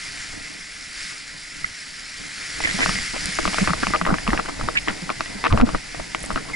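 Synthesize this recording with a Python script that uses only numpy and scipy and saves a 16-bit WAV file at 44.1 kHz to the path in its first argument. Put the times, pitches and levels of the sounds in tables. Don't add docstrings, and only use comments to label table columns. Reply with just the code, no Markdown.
import sys
import numpy as np
from scipy import signal
from scipy.fft import rfft, irfft, next_fast_len
from scipy.io import wavfile
from scipy.ndimage import uniform_filter1d, minimum_filter1d, map_coordinates

SR = 44100
rng = np.random.default_rng(int(sys.argv[2]) if len(sys.argv) > 2 else 0)


def makeup_ratio(level_db):
    decades = np.asarray(level_db, float) / 20
    return 10 ** decades


def log_audio(samples):
    frames = np.atleast_2d(samples).T
    limited = np.clip(frames, -1, 1)
    pcm = np.round(limited * 32767).astype(np.int16)
    wavfile.write(sys.argv[1], SR, pcm)


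N = 288855


def unit(x):
    return x / np.sqrt(np.mean(x ** 2) + 1e-20)


def along(points, hz):
    f, v = np.transpose(points)
    return np.interp(np.log(hz + 1), np.log(f + 1), v)


def curves(rows):
    s, *cols = np.transpose(rows)
    return [np.interp(np.arange(N) / SR, s, c) for c in cols]


def wobble(rate):
    knots = rng.standard_normal(int(N * rate / SR) + 4)
    return map_coordinates(knots, [np.arange(N) * rate / SR])


def filtered(x, response):
    m = next_fast_len(N + SR // 8)
    return irfft(rfft(x, m) * response(np.fft.rfftfreq(m, 1 / SR)), m)[..., :N]


def add(track, s, burst):
    start = round(s * SR)
    part = track[..., start:start + burst.shape[-1]]
    part += burst[..., :part.shape[-1]]


# frequency in Hz, likeness (1 is the same).
PORT_LIKENESS = [(40, 0.99), (90, 0.89), (170, 0.83), (300, 0.86), (550, 0.25), (1100, 0.66), (1650, 0.81),
                 (2050, 1), (2800, 0.86), (5000, 0.98), (6700, 0.92), (10000, 0.94)]


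def rush(spectrum, patchy_db, grainy_db, common=1):
    z = signal.stft(rng.standard_normal((2, N)), nperseg=512)[2]
    field = uniform_filter1d(rng.standard_normal(z.shape[1:]), 6, 0)
    field = unit(uniform_filter1d(field, 10, 1))
    pair = signal.istft(z * makeup_ratio(patchy_db * field), nperseg=512)[1][:, :N]
    pair = pair * makeup_ratio(grainy_db * wobble(300))

    def mid_side(hz):
        turn = np.arccos(np.clip(common * along(PORT_LIKENESS, hz), -1, 1)) / 2
        return makeup_ratio(along(spectrum, hz)) * [np.cos(turn), np.sin(turn)]

    mid, side = filtered(pair, mid_side)
    return unit(np.array([mid + side, mid - side]))


# time in seconds, strength at the ports in dB.
WIND_STRENGTH = [(0, -42), (.38, -39), (.64, -47), (.91, -43.5), (1.2, -45.5), (1.65, -44.5), (1.76, -48.5),
                 (1.9, -44), (2.5, -42), (2.64, -35.5), (2.92, -34.5), (3.1, -43.5), (3.6, -29.5),
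                 (4.2, -36), (5.4, -34.5), (5.6, -47), (5.85, -39.5), (6.55, -32)]
# time in seconds, peak in dB, half length in seconds.
PUFFS = [(0.373, -46, 0.21), (1.368, -49, .1), (1.636, -41.5, 0.096), (2.2, -38, 0.053), (2.642, -37, 0.18),
         (2.89, -30.5, 0.23), (3.24, -33.5, 0.13), (3.452, -24, 0.064), (3.667, -28.5, 0.14),
         (3.904, -25.5, 0.041), (4.1, -25.5, 0.14), (4.325, -21, 0.061), (4.456, -30, 0.048),
         (4.654, -27.5, .11), (5.196, -56, 0.47), (5.539, -10.5, 0.037), (5.629, -14.5, 0.052),
         (5.75, -22.5, 0.032), (5.994, -32, .07), (6.341, -31, 0.084), (6.514, -51, .1)]


def wind_levels():
    buffet_over_wind_db, puff_fall_db = -7, 15
    puff_share = 0.26
    wind_db, = curves(WIND_STRENGTH)
    t = np.arange(N) / SR
    power = makeup_ratio(2 * (wind_db + buffet_over_wind_db))
    for s, db, half_s in PUFFS:
        power = power + makeup_ratio(2 * (db - puff_fall_db * np.abs(t - s) / half_s))
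    buffet_db = 10 * np.log10(power)
    return buffet_db, wind_db + puff_share * (buffet_db - wind_db - buffet_over_wind_db - 8)


# frequency in Hz, level in dB per Hz.
BUFFET_COLOR = [(15, -3.5), (30, -1.5), (60, -10.5), (120, -12), (250, -14.5), (600, -74)]
# frequency in Hz, level in dB per Hz.
BODY_COLOR = [(90, -20), (150, -8), (240, -9), (290, 1), (350, -9), (470, -10), (550, -15), (650, -12),
              (1000, -15), (1500, -30)]


def wind():
    buffet_db, body_db = wind_levels()
    apart = np.clip((buffet_db + 48) / 320, 0, 1)
    shared = rush(BUFFET_COLOR, patchy_db=0.2, grainy_db=1.5)
    separate = rush(BUFFET_COLOR, patchy_db=-6.5, grainy_db=-1.5, common=0)
    lumps = np.sqrt(1 - apart) * shared + np.sqrt(apart) * separate
    buffet = makeup_ratio(buffet_db + 2.2 * wobble(25)) * lumps
    body = makeup_ratio(body_db - 2 + 1.6 * wobble(30)) * rush(BODY_COLOR, patchy_db=1.2, grainy_db=1.5)
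    return buffet + body


# time in seconds, level in dB.
FLAPPING = [(0, -35.5), (.62, -39.5), (.87, -39), (1.05, -35), (1.25, -39.5), (2.12, -39), (2.55, -34),
            (2.85, -27.5), (3.16, -32), (3.47, -31), (3.64, -29), (3.77, -35), (3.9, -32.5), (4.03, -39.5),
            (4.32, -36.5), (4.58, -39), (6.25, -39.5), (6.55, -41)]
# time in seconds, share of cloth sound that differs between the ports.
WING_SPREAD = [(0, 0.009), (2.4, 0.021), (2.9, 0.075), (4, 0.19), (6.55, 0.21)]
# frequency in Hz, level in dB per Hz.
RUSTLE_COLOR = [(900, -26.5), (1300, -8.5), (1700, -4), (2050, 0.5), (2400, -5), (2800, -9.5), (3600, -16),
                (5000, -39.5)]
# frequency in Hz, level in dB per Hz.
HISS_COLOR = [(2000, -41), (3000, -14), (3900, -10), (5050, -4.5), (5900, -10), (6500, -13.5), (7200, -10),
              (8900, -18), (9700, -13), (11000, -23)]


def cloth():
    hiss_db, = curves(FLAPPING)
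    wide = np.clip(curves(WING_SPREAD)[0], 0, 1)
    rustle_db = hiss_db - 0.46 + 4.5 * wide
    rustle_wide = np.clip(0.5 * wide, 0, 1)
    flap = wobble(21.7)
    out = 0
    for hiss_share, rustle_share, common in ((1 - wide, 1 - rustle_wide, 1), (wide, rustle_wide, 0)):
        rustle = rush(RUSTLE_COLOR, patchy_db=0.8, grainy_db=1.0, common=common)
        rustle = makeup_ratio(rustle_db) * makeup_ratio(0.6 * flap) * rustle
        hiss = rush(HISS_COLOR, patchy_db=1.03, grainy_db=0.97, common=common)
        hiss = makeup_ratio(hiss_db + 0.51 * flap) * hiss
        out = out + np.sqrt(rustle_share) * rustle + np.sqrt(hiss_share) * hiss
    return out


# time in seconds, peak in dB, pitch in Hz.
LINE_TICKS = [(3.2573, -11, 9480), (3.2575, -14, 7120), (3.2577, -6, 4800), (3.3245, -18, 9000),
              (3.353, -16, 7000), (3.8013, -21, 4706), (5.02, -18, 4840), (6.148, -22, 7670),
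              (6.1923, -23, 6670), (6.227, -20, 7700), (6.2052, -24, 8950), (6.232, -20, 10600),
              (6.2364, -27, 10300), (6.2506, -21, 9900), (6.2614, -20, 8000), (6.331, -22, 8700)]


def ticks():
    out, t = np.zeros(N), np.arange(SR // 100) / SR
    for s, db, hz in LINE_TICKS:
        click = np.sin(2 * np.pi * hz * t) + 0.45 * rng.standard_normal(len(t))
        add(out, s, makeup_ratio(db - 60 * t / 0.005) * click)
    return filtered(out, lambda hz: hz ** 2 / (hz ** 2 + 3500 ** 2))


# time in seconds, peak in dB, length in seconds.
JOLTS = [(2.789, -25.5, 0.03), (2.884, -42, 0.0061), (3.136, -27.5, 0.038), (3.388, -22, 0.014),
         (3.418, -42, 0.013), (3.59, -37, 0.0079), (3.674, -16, 0.014), (3.827, -24.5, 0.016),
         (3.901, -29, 0.013), (4.082, -21, 0.061), (4.321, -24, 0.05), (4.39, -26.5, 0.014),
         (4.452, -32, 0.012), (4.481, -26.5, 0.027), (4.593, -29, 0.035), (4.636, -40, 0.022),
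         (4.678, -30, 0.018), (4.875, -22.5, 0.043), (5.099, -25.5, 0.022), (5.198, -31, 0.016),
         (5.433, -33, 0.026), (5.529, -17.5, 0.026), (5.57, -26, 0.099), (5.671, -30.5, 0.071),
         (5.746, -20, 0.013), (6.357, -20.5, 0.018)]
# frequency in Hz, level in dB per Hz.
JOLT_COLOR = [(20, 8), (100, -18), (200, -3.5), (300, 5.5), (400, -7.5), (700, -7), (1500, -7), (3000, -52)]


def bumps():
    force = np.zeros(N)
    for s, db, length in JOLTS:
        t = np.arange(round(4 * length * SR)) / (length * SR)
        add(force, s - 0.11 * length, makeup_ratio(db + 3.5) * np.minimum(1, 4 * t) * np.exp(-1.2 * t ** 2))
    return force * rush(JOLT_COLOR, patchy_db=-1.5, grainy_db=-4.0, common=0.55)


STRAP_PUSH_PULL = [
    [1.7],
    [-2.4],
]
# time in seconds, level in dB, pitch in Hz, length in seconds,
# facing (positive: ports move together, negative: against each other).
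STRAP_RUBS = [(2.648, -19, 2040, 0.014, -0.91), (2.672, -27, 1780, 0.03, -1),
              (2.816, -18, 1900, 0.028, -0.88), (3.83, -20, 1290, 0.015, 1),
              (3.94, -19.5, 656, 0.031, 0.91), (4.077, -30, 1300, .02, 1), (4.75, -22, 1660, .024, -1),
              (4.759, -27, 2050, 0.028, -1), (4.766, -8, 2450, .019, -0.79), (5.447, -23, 980, .026, 1),
              (5.446, -14.5, 2000, .02, 1), (5.499, -22, 1200, 0.04, 1), (5.526, -16.5, 560, 0.032, 1),
              (5.61, -23, 500, 0.031, 1), (5.666, -32, 1400, .02, 1), (6.368, -25.5, 1390, 0.025, 1),
              (6.483, -34.5, 1110, .026, 1)]


def rubs():
    out = np.zeros((2, N))
    for s, db, hz, length, facing in STRAP_RUBS:
        t = np.arange(round(2 * length * SR)) / (length * SR)
        grit = rng.standard_normal(len(t)) ** 3 + 0.35 * rng.standard_normal((2, len(t))) ** 3
        mode = signal.iirpeak(hz, 2.5, SR)
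        band = signal.lfilter(*mode, signal.lfilter(*mode, grit))
        sides = np.where(facing < 0, STRAP_PUSH_PULL, 1)
        add(out, s, sides * makeup_ratio(db - 3.0) * unit(band) * np.minimum(1, 3 * t) * np.exp(-t ** 4))
    return out


def driven(rows, rough, fade, lift_db, overtone_db):
    sag = 0.07
    out = np.zeros((2, N))
    for s, db, hz, length in rows:
        t = np.arange(round((length + 6 * fade) * SR)) / SR
        waver = np.interp(t * hz / 2, np.arange(200), rng.standard_normal(200))
        pitch = hz * (1 + rough * waver + sag * (0.5 - np.minimum(t / length, 1)))
        turns = np.cumsum(pitch) / SR + rng.random() + rng.normal(0, 0.02, (2, 1))
        swell = 1 - np.exp(-t / (0.12 * length))
        shape = swell * np.exp(-np.clip(t - length, 0, None) / fade)
        partials = np.cos(4 * np.pi * turns) + 0.5 * np.sin(6 * np.pi * turns)
        tone = np.sin(2 * np.pi * turns) + makeup_ratio(overtone_db) * shape * partials
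        add(out, s - 0.2 * length, makeup_ratio(db + lift_db + 43 * rough * waver[::-1]) * shape * tone)
    return out


# time in seconds, level in dB, pitch in Hz, length in seconds.
HOUSING_SQUEAKS = [
    (6.536, -19, 2110, 0.018),
]
# time in seconds, level in dB, pitch in Hz, length in seconds.
STRAP_SQUEAKS = [
    (1.644, -16.5, 2090, 0.0035),
    (1.644, -20, 1350, 0.0028),
]


def squeaks():
    housing, strap = (driven(rows, rough=0.025, fade=0.002, lift_db=-2.5, overtone_db=-40)
                      for rows in (HOUSING_SQUEAKS, STRAP_SQUEAKS))
    return housing + STRAP_PUSH_PULL * strap


# time in seconds, peak in dB, pitch in Hz, length in seconds.
MOUNT_GROANS = [(2.745, -30, 198, 0.024), (2.886, -26.5, 184, 0.016), (2.913, -42, 207, 0.0071),
                (2.947, -27, 190, 0.017), (2.976, -38, 247, 0.023), (3.285, -30, 184, 0.011),
                (3.475, -24.5, 197, 0.023), (3.613, -18, 193, 0.021), (3.701, -17, 178.5, 0.018),
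                (4.016, -25.5, 172, 0.031), (4.124, -15, 186, 0.01), (4.284, -16, 230, 0.0084),
                (4.904, -33, 206, 0.013), (5.352, -33.5, 206, 0.023), (5.521, -15.5, 93, .02),
                (5.536, -13.5, 234, .02), (5.625, -6.5, 242, 0.0187), (6.301, -29.5, 209, 0.014),
                (2.745, -24, 195, 0.024),
    (3.875, -25, 189, 0.019),
    (5.022, -30, 183, 0.025),
]


def groans():
    return driven(MOUNT_GROANS, rough=0.04, fade=0.005, lift_db=1.5, overtone_db=-14)


# time in seconds, peak in dB, ring in Hz, brightness of the edge in dB.
HARD_SLIPS = [(2.6045, -19.5, 890, -6), (2.8606, -12.5, 1420, 2), (2.8931, -17.5, 1210, 2),
              (3.3875, -11, 1200, -17), (3.4537, -11.5, 1220, -14), (3.477, -15.5, 1270, 1.5),
              (3.544, -17, 880, -7), (3.5838, -9, 1410, -31), (3.6747, -9, 1430, -23),
              (3.7341, -11.5, 1270, -27), (3.833, -13.5, 1330, -9), (3.8693, -17, 1220, 3),
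              (4.0137, -9.5, 1320, -13), (4.124, -16, 560, -24), (4.1415, -11.5, 1200, -34),
              (4.2769, -13.5, 1190, 1.5), (4.332, -8, 1260, -12), (4.3757, -12, 1700, -10),
              (4.3968, -12.5, 1300, -19), (4.6866, -11, 1190, -23), (4.8834, -5.5, 1930, -27),
              (5.1019, -14, 1330, -4), (5.207, -12, 1390, -2), (5.5752, -10.5, 1140, -12),
              (5.6906, -17.5, 1290, -1), (5.748, -13, 1200, -16), (6.148, -15, 1360, 0.5),
              (6.3043, -15.5, 1070, -16), (6.3594, -15.5, 1380, -7.5)]
# time in seconds, peak in dB, ring in
# Hz.
FAINT_SLIPS = [(2.711, -22.5, 2000), (2.878, -32, 1970), (2.9554, -18.5, 1890), (2.987, -20, 2100),
               (3.6414, -26, 1080), (4.1843, -18, 1760), (4.268, -24, 1240), (4.393, -17, 750),
               (4.459, -24.5, 1500), (4.8755, -19.5, 1080), (5.093, -18.5, 1330), (5.259, -25.5, 1970),
               (5.4796, -23, 1960), (5.9462, -22.5, 680), (6.3136, -24, 1270), (6.3758, -20, 1350),
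               (6.501, -31, 1270)]
# time in seconds, peak in dB, ring in
# Hz, edge in dB.
CREAKS = [(2.6388, -20, 2100, -14), (2.648, -15.5, 2070, -10), (2.6559, -24, 560, 2),
          (2.6733, -21.5, 1770, -15), (2.691, -25, 1790, -16), (2.8057, -20, 2000, -7),
          (2.8166, -22, 1520, -8), (2.8207, -27, 2020, -9), (2.827, -28, 2000, -17),
          (2.832, -20, 1680, -15), (2.8349, -22, 2220, -12), (3.1565, -34, 2330, -2),
          (3.164, -23, 560, -4), (3.5317, -26, 1060, -5), (3.5365, -24, 2250, -4),
          (3.691, -19.5, 1190, -15), (3.696, -19.5, 1210, -11), (3.705, -16, 1280, -20),
          (3.9364, -11.5, 1200, -14), (3.9414, -16, 1220, -17), (3.946, -14, 1270, -3),
          (3.9498, -12, 1240, -4), (3.9538, -16, 1240, -20), (3.961, -21.5, 1290, 3),
          (4.0512, -19.5, 1470, -7), (4.0542, -15.5, 1900, -18), (4.0645, -14, 1000, -10),
          (4.071, -13.5, 595, -21), (4.0747, -17.5, 1220, -21), (4.086, -23, 1110, -19),
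          (4.091, -26, 1490, -11), (4.0934, -21.5, 1410, -1),
          (4.291, -25, 1120, -3), (4.2952, -25, 1200, -14), (4.3043, -19, 1870, -16),
                 (4.312, -30, 1960, -11), (4.4856, -22, 660, -9), (4.4894, -28, 1790, -9),
                 (4.4943, -25.5, 1080, -9), (4.5966, -22, 570, -19), (4.6114, -20, 1270, -8),
                 (4.8953, -20, 1870, -17), (4.9071, -25, 1930, -11), (5.4405, -13.5, 1070, -6),
                 (5.4485, -16, 1040, -5), (5.4543, -12, 1080, -9), (5.4605, -10.5, 1080, -12),
                 (5.4639, -10, 1110, -15), (5.4675, -12, 1860, 1), (5.469, -11, 1290, -25),
                 (5.505, -27, 1200, -12), (5.5164, -19, 1240, -7), (5.526, -13.5, 1100, -1),
                 (5.5355, -18, 600, -11), (5.599, -14, 810, -17), (5.603, -12.5, 1350, -9),
                 (5.6129, -17.5, 1350, 3), (5.621, -17, 1420, -10), (5.6675, -24, 600, -13),
                 (5.6736, -27, 560, -15), (5.677, -33, 750, -13), (5.9965, -21, 560, -20),
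                 (5.9998, -18, 660, -26), (6.24, -24.5, 557, -8)]


def contacts():
    hard_ring_s, creak_ring_s = 0.006, 0.013
    rows = []
    for s, db, hz, edge_db in HARD_SLIPS:
        rows.append((s, db, hz, edge_db, hard_ring_s))
        rows.append((s + 0.0063, db - 16, hz, edge_db, hard_ring_s))
    for s, db, hz in FAINT_SLIPS:
        rows.append((s, db, hz, -17, creak_ring_s))
    return rows + [(*row, creak_ring_s) for row in CREAKS]


# frequency in Hz, width in Hz, level in dB.
SHELL_MODES = [(468.3, 30, -6), (632, 74, -2.5), (1200, 240, 5), (2000, 125, -4.5), (335, 44, -3)]


def slips():
    out, t = np.zeros((2, N)), np.arange(SR // 20) / SR
    for s, db, hz, edge_db, ring_s in contacts():
        life = ring_s * makeup_ratio(rng.normal(0, 1.5) + np.array([[1.5], [-1.5]]))
        ring = makeup_ratio(-60 * (t / life) ** 1.094) * np.sin(2 * np.pi * hz * t)
        overtone_hz, upper_hz = hz * rng.uniform(1.53, 2.12), rng.uniform(2300, 2800)
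        overtone = makeup_ratio(-6.5 - 60 * t / 0.0065) * np.sin(2 * np.pi * overtone_hz * t)
        upper = makeup_ratio(edge_db + 4.5 - 60 * t / 0.0045) * np.sin(2 * np.pi * upper_hz * t)
        edge = makeup_ratio(edge_db + 10.5 - 60 * t / 0.0029) * rng.standard_normal(len(t))
        shell = 0
        for k, (mode_hz, width, level) in enumerate(SHELL_MODES):
            mode_db = level - 13 + rng.normal(0, 2.5, (2, 1)) - 17.6 * width * t
            shell = shell + (-1) ** k * makeup_ratio(mode_db) * np.sin(2 * np.pi * mode_hz * t)
        shell = min(1, 1400 / hz) ** 3 * shell
        rattle_db = -11.5 - 0.24 * (db + 23.0) - 60 * t / 0.075
        rattle = makeup_ratio(rattle_db) * rng.standard_normal((2, len(t)))
        from_strap = s < 2.85 and hz > 1400
        sides = np.where(from_strap, STRAP_PUSH_PULL, 1) * rng.choice([-1, 1])
        add(out, s, sides * makeup_ratio(db + 3.5) * (ring - overtone + upper + edge + shell + rattle))

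    def small_parts(hz):
        return 1j * hz / (250 + 1j * hz) / (1 + 1.3j * hz / 3700 - (hz / 3700) ** 2) ** 2

    return filtered(out, small_parts)


def scene():
    return wind() + cloth() + ticks() + bumps() + rubs() + squeaks() + groans() + slips()


def starved(x, gate_db):
    mid, side = (x[0] + x[1]) / 2, (x[0] - x[1]) / 2
    hz, _, z = signal.stft(np.array([mid, side]), SR, nperseg=2048)
    power = uniform_filter1d(np.abs(z) ** 2, size=40, axis=1)
    keep = (power[1] > makeup_ratio(2 * gate_db) * power[0]) | (hz[:, None] < 2800)
    side = signal.istft(z[1] * keep, SR, nperseg=2048)[1][:N]
    return np.array([mid + side, mid - side])


def roll_off(x):
    return signal.sosfilt(signal.butter(12, 12090, fs=SR, output="sos"), x)


# frequency in Hz, radians the left leads.
LEFT_LEAD = [(150, -.1), (200, -1), (270, -2.4), (400, -2.6), (650, -1.4), (1200, -.6), (1500, -.4),
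             (1800, -1.2), (2150, -.55), (2800, -.4), (5000, -.25), (11000, -.1)]
# frequency in Hz, left over right in dB.
LEFT_LEVEL = [(60, 0), (200, -1.5), (400, -1.5), (650, 5), (900, 1), (1500, 4), (2000, -3), (2600, 2),
              (6000, -.5), (11000, -1.5)]


def record(dry):
    half = np.array([[0.5], [-0.5]])

    def ports(hz):
        return makeup_ratio(half * along(LEFT_LEVEL, hz)) * np.exp(1j * (half + 0.5) * along(LEFT_LEAD, hz))

    x = filtered(dry, ports)
    loud = uniform_filter1d(np.max(np.abs(x), axis=0), 500)
    need = np.minimum(1, (0.18 / (loud + 1e-9)) ** 0.9)
    duck = uniform_filter1d(minimum_filter1d(need, 500), 400)
    bass = filtered(x, lambda hz: 1 / (1 + (hz / 500) ** 2))
    upper = duck * (x - bass)
    bass = bass / (1 + np.abs(bass / 0.7) ** 4) ** 0.25
    upper = upper / (1 + np.abs(upper / 0.4) ** 4) ** 0.25
    top_hz = 11150
    mix = starved(filtered(bass + upper, lambda hz: hz < top_hz), gate_db=-13)
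    return roll_off(mix)


dry = scene()
out = record(dry)
log_audio(out)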